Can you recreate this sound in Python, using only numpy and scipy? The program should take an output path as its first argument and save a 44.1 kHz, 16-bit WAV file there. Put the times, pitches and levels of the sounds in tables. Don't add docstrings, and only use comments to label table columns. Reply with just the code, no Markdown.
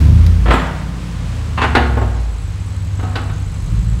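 import sys
import numpy as np
from scipy import signal
from scipy.fft import rfft, irfft
from scipy.io import wavfile
from scipy.ndimage import uniform_filter1d

SR = 44100
rng = np.random.default_rng(int(sys.argv[2]) if len(sys.argv) > 2 else 0)


def wrap_up_sound(samples):
    columns = np.atleast_2d(samples).T
    tamed = np.clip(columns, -1, 1)
    steps = np.round(tamed * 32767).astype(np.int16)
    wavfile.write(sys.argv[1], SR, steps)


N = 176400
T = np.arange(N) / SR
HZ = np.maximum(np.arange(N // 2 + 1) * SR / N, 1e-3)
CYLINDERS = 8

# time_s, firing_hz, order_5_db, order_8_db, order_11_db, order_13_db, order_16_db, other_orders_db
ENGINE = [(0, 69.95, -37, -5, -16.5, -37, -26, -17.5), (0.12, 76.64, -17, -8.5, -13, -22, -20.5, -13.5),
          (0.25, 83.64, -11.5, -7, -22, -47, -31.5, -17), (0.38, 85.9, -14, -14, -34, -50, -24, -25),
          (0.5, 88.7, -10.5, -30, -26, -29, -29.5, -15.5), (0.65, 92.2, -24, -31, -41, -27.5, -28, -29.5),
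          (0.8, 91.25, -24.5, -33.5, -43.5, -27.5, -33.5, -27.5),
          (1.05, 87.94, -27, -36.5, -33, -42, -27.5, -29), (1.28, 82.5, -22.5, -24, -26.5, -64, -38, -34.5),
          (1.6, 75.4, -34, -21.5, -24.5, -27.5, -46, -25.5), (1.85, 68.5, -45, -15, -31, -30.5, -27.5, -26),
          (2.03, 62.24, -45, -15.5, -52, -16.5, -31, -29), (2.27, 55.13, -84, -17.5, -34, -32, -38, -31),
          (2.52, 49.03, -59, -26, -28.5, -28.5, -25, -33), (3, 48.59, -60, -62, -29.5, -26.5, -20, -25),
          (3.4, 49.48, -55, -31, -27.5, -38, -23.5, -23.5), (3.64, 49.1, -46, -34, -25, -51.5, -30, -22.5),
          (3.74, 55.43, -58, -18.5, -39, -48, -20, -16), (4, 55.76, -45, -18, -32, -38, -20, -19.5)]


def undb(db):
    return 10 ** (np.asarray(db) / 20)


def curve(rows, column=1):
    rows = np.array(rows)
    return np.interp(T, rows[:, 0], rows[:, column])


def unit(x):
    return x / np.sqrt(np.mean(x ** 2))


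def burst(x):
    return x / np.sqrt(np.sum(x ** 2))


def fade(t60_s):
    return np.exp(-np.log(1000) * np.minimum(T / t60_s, 10))


def attack(rise_s):
    return 1 - np.exp(-T / rise_s)


def noise():
    return rng.standard_normal(N)


def on_log(rows, hz):
    rows = np.array(rows)
    return np.interp(np.log(hz), np.log(rows[:, 0]), rows[:, 1])


def colour(x, eq):
    return unit(irfft(rfft(x) * undb(on_log(eq, HZ)), N))


def resonate(x, hz, width_hz):
    peak = signal.iirpeak(hz, hz / width_hz, fs=SR)
    return signal.lfilter(*peak, signal.lfilter(*peak, x))


def delay(x, start_s):
    return np.concatenate([np.zeros(int(start_s * SR)), x])[:N]


def walk(rate_hz):
    hold = int(SR / rate_hz)
    steps = np.repeat(rng.standard_normal(256)[:N // hold + 1], hold)
    return unit(uniform_filter1d(uniform_filter1d(steps, hold), hold)[:N])


def exhaust(cycle):
    strong_orders = (5, 8, 11, 13, 16)
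    # order, level_db
    other_orders = [(3, 2), (6, -0.5), (7, -1.5), (9, -16), (10, -4), (12, -14.5), (15, -5.5), (18, -4),
                    (19, -6), (21, -18.5), (24, -4), (27, -7)]
    # time_s, level_db
    gas_level = [(0, -18), (.2, -25), (.42, -25), (1.0, -30.5), (1.6, -29), (2.4, -34), (3.6, -31.5),
                 (3.75, -30.5), (4, -33.5)]
    # frequency_hz, gain_db
    gas_eq = [(20, -60), (38, -49), (54, 0.5), (100, 0), (165, 4), (200, -8), (250, -4.5), (450, -21),
              (1200, -31.5), (4000, -38.5), (15000, -48.5)]

    def tone(order, roughness):
        angle = 2 * np.pi * (order * cycle + rng.random())
        wavering = (1 + roughness * walk(10)) * np.cos(angle)
        return np.sqrt(2) * (wavering + roughness * walk(11) * np.sin(angle))

    def silencer(hz, low_hz=33.5, top_hz=190):
        return 1 / np.sqrt(1 + (low_hz / hz) ** 10 + (hz / top_hz) ** 6)

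    boom = sum(undb(curve(ENGINE, column) + 0.48) * tone(order, roughness=0.1)
               for column, order in enumerate(strong_orders, start=2))
    cycle_hz = curve(ENGINE) / CYLINDERS
    burble = sum(undb(db) * tone(order, roughness=0.19) * silencer(order * cycle_hz)
                 for order, db in other_orders)
    burble = unit(burble) * undb(curve(ENGINE, column=-1) - 1.5)
    puffs = 1 + 0.31 * np.cos(2 * np.pi * CYLINDERS * cycle)
    gas = colour(noise() * puffs, gas_eq) * undb(curve(gas_level))
    return boom + burble + gas


def engine_bay(cycle):
    # pitch_hz, width_hz, drive_db
    tick_rings = [(4092, 450, 3.5), (6500, 750, 2.5), (7380, 337, 4.5), (7830, 320, 7), (8700, 2300, -4.5),
                  (11300, 3000, -12.5)]
    # time_s, level_db
    tick_level = [(0, -65), (1.0, -56), (2.4, -49.5), (4, -46.5)]
    # frequency_hz, gain_db
    whir_eq = [(150, -2.5), (300, -19.5), (450, 1), (700, -5), (1050, -1.5), (1500, -5), (2800, -8.5),
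               (5200, -14), (7600, -18), (9000, -20), (12000, -33.5), (15500, -92)]
    # time_s, level_db
    whir_level = [(0, -34), (.4, -37.5), (1.3, -37), (2.4, -40.5), (3.0, -41), (4, -40.5)]
    slip_firings, scatter_db, decay_s, hall_db = 0.13, 7, 0.009, -5
    firing = CYLINDERS * cycle + slip_firings * walk(40)
    tick_index = firing.astype(int)
    age_s = (firing % 1) / curve(ENGINE)
    ticks = 0
    for hz, width_hz, db in tick_rings:
        snap = noise() * np.exp(-age_s / decay_s)
        strength = undb(db + scatter_db * np.tanh(noise()[tick_index]))
        ticks = ticks + resonate(snap * strength, hz, width_hz)
    ticks = unit(ticks) + undb(hall_db) * unit(hall(ticks))
    whir = colour(noise(), whir_eq) * undb(curve(whir_level) + 0.5 * walk(12))
    return whir + unit(ticks) * undb(curve(tick_level))


def grit():
    # frequency_hz, gain_db
    grit_eq = [(600, -15), (1800, 5), (5000, 2), (8000, -12), (12000, -7), (15500, -14)]
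    tick = burst(colour(noise(), grit_eq) * fade(t60_s=0.034))
    return undb(-5) * delay(tick, start_s=0.265)


def plate_ring(modes, thud_db, rattle_s):
    t60_at_1khz_s, damping, detune, low_edge_hz = 0.17, 0.63, 0.00026, 450
    ring = 0
    for hz, db in modes:
        tuned_hz = hz * (1 + detune * rng.standard_normal())
        mode = np.sin(2 * np.pi * (tuned_hz * T + rng.random()))
        envelope = attack(rattle_s / 2) * fade(t60_at_1khz_s * (1000 / hz) ** damping)
        weight_db = thud_db + 1.5 if hz < low_edge_hz else 0
        ring = ring + undb(db + weight_db) * burst(mode * envelope)
    return burst(ring)


def plates():
    # start_s, spot, level_db, treble_edge_hz, rise_s, rattle_s, thud_db (relative to the blow)
    blows = [(0.457, "onto", -7, 1890, 0.0028, 0.099, -5), (0.48, "onto", -10, 4500, 0.0048, 0.025, 3.5),
             (0.503, "onto", 2, 3380, 0.0058, 0.028, -3.5), (0.539, "onto", -1.5, 3340, 0.0028, 0.11, -1.5),
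             (1.574, "tip", -3.5, 3982, 0.0093, 0.078, -10), (1.615, "tip", -0.5, 4670, 0.0029, 0.019, -9),
             (1.638, "tip", -3, 3500, 0.0021, 0.019, -4.5), (1.75, "drop", 2, 5800, 0.0016, 0.0092, -1.5),
             (1.766, "drop", 2, 1600, 0.0021, 0.025, -1), (1.97, "drop", -6, 850, 0.0021, 0.051, 0.5),
             (2.011, "drop", -13, 1094, 0.017, 0.1, 4), (2.991, "front", -16, 1204, 0.0036, 0.035, -3),
             (3.026, "front", -12, 940, 0.011, 0.12, 1), (3.154, "front", -10.5, 7100, 0.0025, 0.012, -2),
             (3.179, "front", -13, 1500, 0.0027, 0.028, -4),
             (3.296, "front", -21, 4500, 0.0025, 0.017, -1.5), (3.679, "front", -34, 500, 0.0017, 0.017, 8)]
    modes_at = { "onto": [(253, 1.5), (345, -4.5), (592, -3), (665, -1.5), (915, -1), (1030, 1), (1165, -8),
                (1335, 1), (1776, -15), (1980, -3), (2270, -7)], "tip": [(237, 8), (361, 2), (900, -14),
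                (1034, 6), (1120, 2), (1205, 0), (1500, -19), (1615, -6), (2020, -5), (2178, -15),
                (2600, -2.5), (2710, -3), (2830, -3), (4505, -13)], "drop": [(237, -1.5), (305, -8),
                (358, -1), (727, -5), (902, -1), (1088, -2), (1310, -22), (1465, -3.5), (1626, -17)],
                "front": [(240, 0), (743, -1), (1120, -4), (1270, -2), (1520, -2), (2950, -10),
                (3770, -5.5), (4160, -8)]}
    # frequency_hz, gain_db
    crash_eq = [(130, -43), (250, -10), (360, -10), (520, -10), (750, 2.5), (1150, 1), (1700, 0),
                (2300, -6), (2800, -5.5), (3600, -9.5), (5500, -23), (9000, -24.5), (15000, -47)]
    # frequency_hz, gain_db
    thud_eq = [(90, -4.5), (200, -25), (235, -0.5), (300, -3.5), (365, -7), (510, -8), (850, -15),
               (1500, -41), (5000, -56)]
    plate_db, ring_db, rattle_db, rattles_per_s = 16.5, -3, -1.5, 1000
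    out = np.zeros(N)
    for start_s, spot, db, edge_hz, rise_s, rattle_s, thud_db in blows:
        rattle = (rng.random(N) < rattles_per_s / SR) * noise()
        rattle *= attack(0.0015) * np.exp(-np.minimum(T / rattle_s, 20))
        contacts = undb(rattle_db) * burst(rattle)
        contacts[0] += 1
        ring = undb(ring_db) * plate_ring(modes_at[spot], thud_db, rattle_s)
        energy = signal.fftconvolve(contacts ** 2, fade(t60_s=0.066) ** 2)[:N]
        crash = burst(colour(noise(), crash_eq) * np.sqrt(np.abs(energy)) * attack(rise_s))
        clank = signal.lfilter(*signal.butter(1, edge_hz, fs=SR), crash + ring)
        thud = burst(colour(noise(), thud_eq) * attack(rise_s) * fade(t60_s=0.087))
        out += undb(plate_db + db) * delay(clank + undb(thud_db) * thud, start_s)
    return out


def clinks():
    # start_s, pitch_hz, width_hz, level_db, t60_s
    strikes = [(.521, 8981, 3000, -19, 0.091), (.535, 7800, 940, -8, 0.084), (.552, 7266, 450, -11, 0.53),
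               (.536, 10300, 5700, -15, 0.17), (1.752, 3770, 700, 5.5, 0.085),
               (3.157, 3820, 1500, -2.5, 0.068)]
    out = np.zeros(N)
    for start_s, hz, width_hz, db, t60_s in strikes:
        ring = burst(resonate(noise() * fade(t60_s), hz, width_hz))
        out += undb(db) * delay(ring, start_s)
    return out


def hall(x):
    # frequency_hz, t60_s
    decay_times = [(150, 0.36), (500, 1.0), (1200, 0.88), (3000, 0.57), (7000, 0.67), (15000, 0.81)]
    octaves_hz = 125 * 2. ** np.arange(8)
    spectrum, tail = rfft(noise()), 0
    for hz, share in zip(octaves_hz, np.eye(len(octaves_hz))):
        band = irfft(spectrum * np.interp(np.log(HZ), np.log(octaves_hz), share), N)
        tail = tail + band * fade(on_log(decay_times, hz))
    build = attack(rise_s=0.011)
    response = tail * build / np.sqrt(np.sum((build * fade(1)) ** 2))
    return signal.fftconvolve(x, response[:SR])[:N]


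def scene():
    firing_hz = curve(ENGINE) * (1 + 0.0022 * walk(8.9))
    cycle = np.cumsum(firing_hz) / SR / CYLINDERS
    steel = plates() + clinks()
    mix = exhaust(cycle) + engine_bay(cycle) + steel + undb(-4.5) * hall(steel) + grit()
    return mix[None]


def record(dry):
    low_cut_hz, top_hz, ceiling, knee, end_fade_s = 36, 15750, 1.2, 9.8, 0.004
    lean = irfft(rfft(dry) / np.sqrt(1 + (low_cut_hz / np.maximum(HZ, 1)) ** 16), N)
    rounded = lean / (1 + np.abs(lean / ceiling) ** knee) ** (1 / knee)
    end_ramps = np.minimum(np.minimum(T, T[::-1]) / end_fade_s, 1)
    faded = rounded * np.sin(np.pi / 2 * end_ramps) ** 2
    return signal.sosfilt(signal.ellip(10, 0.1, 80, top_hz, fs=SR, output="sos"), faded)


dry = scene()
out = record(dry)
wrap_up_sound(out)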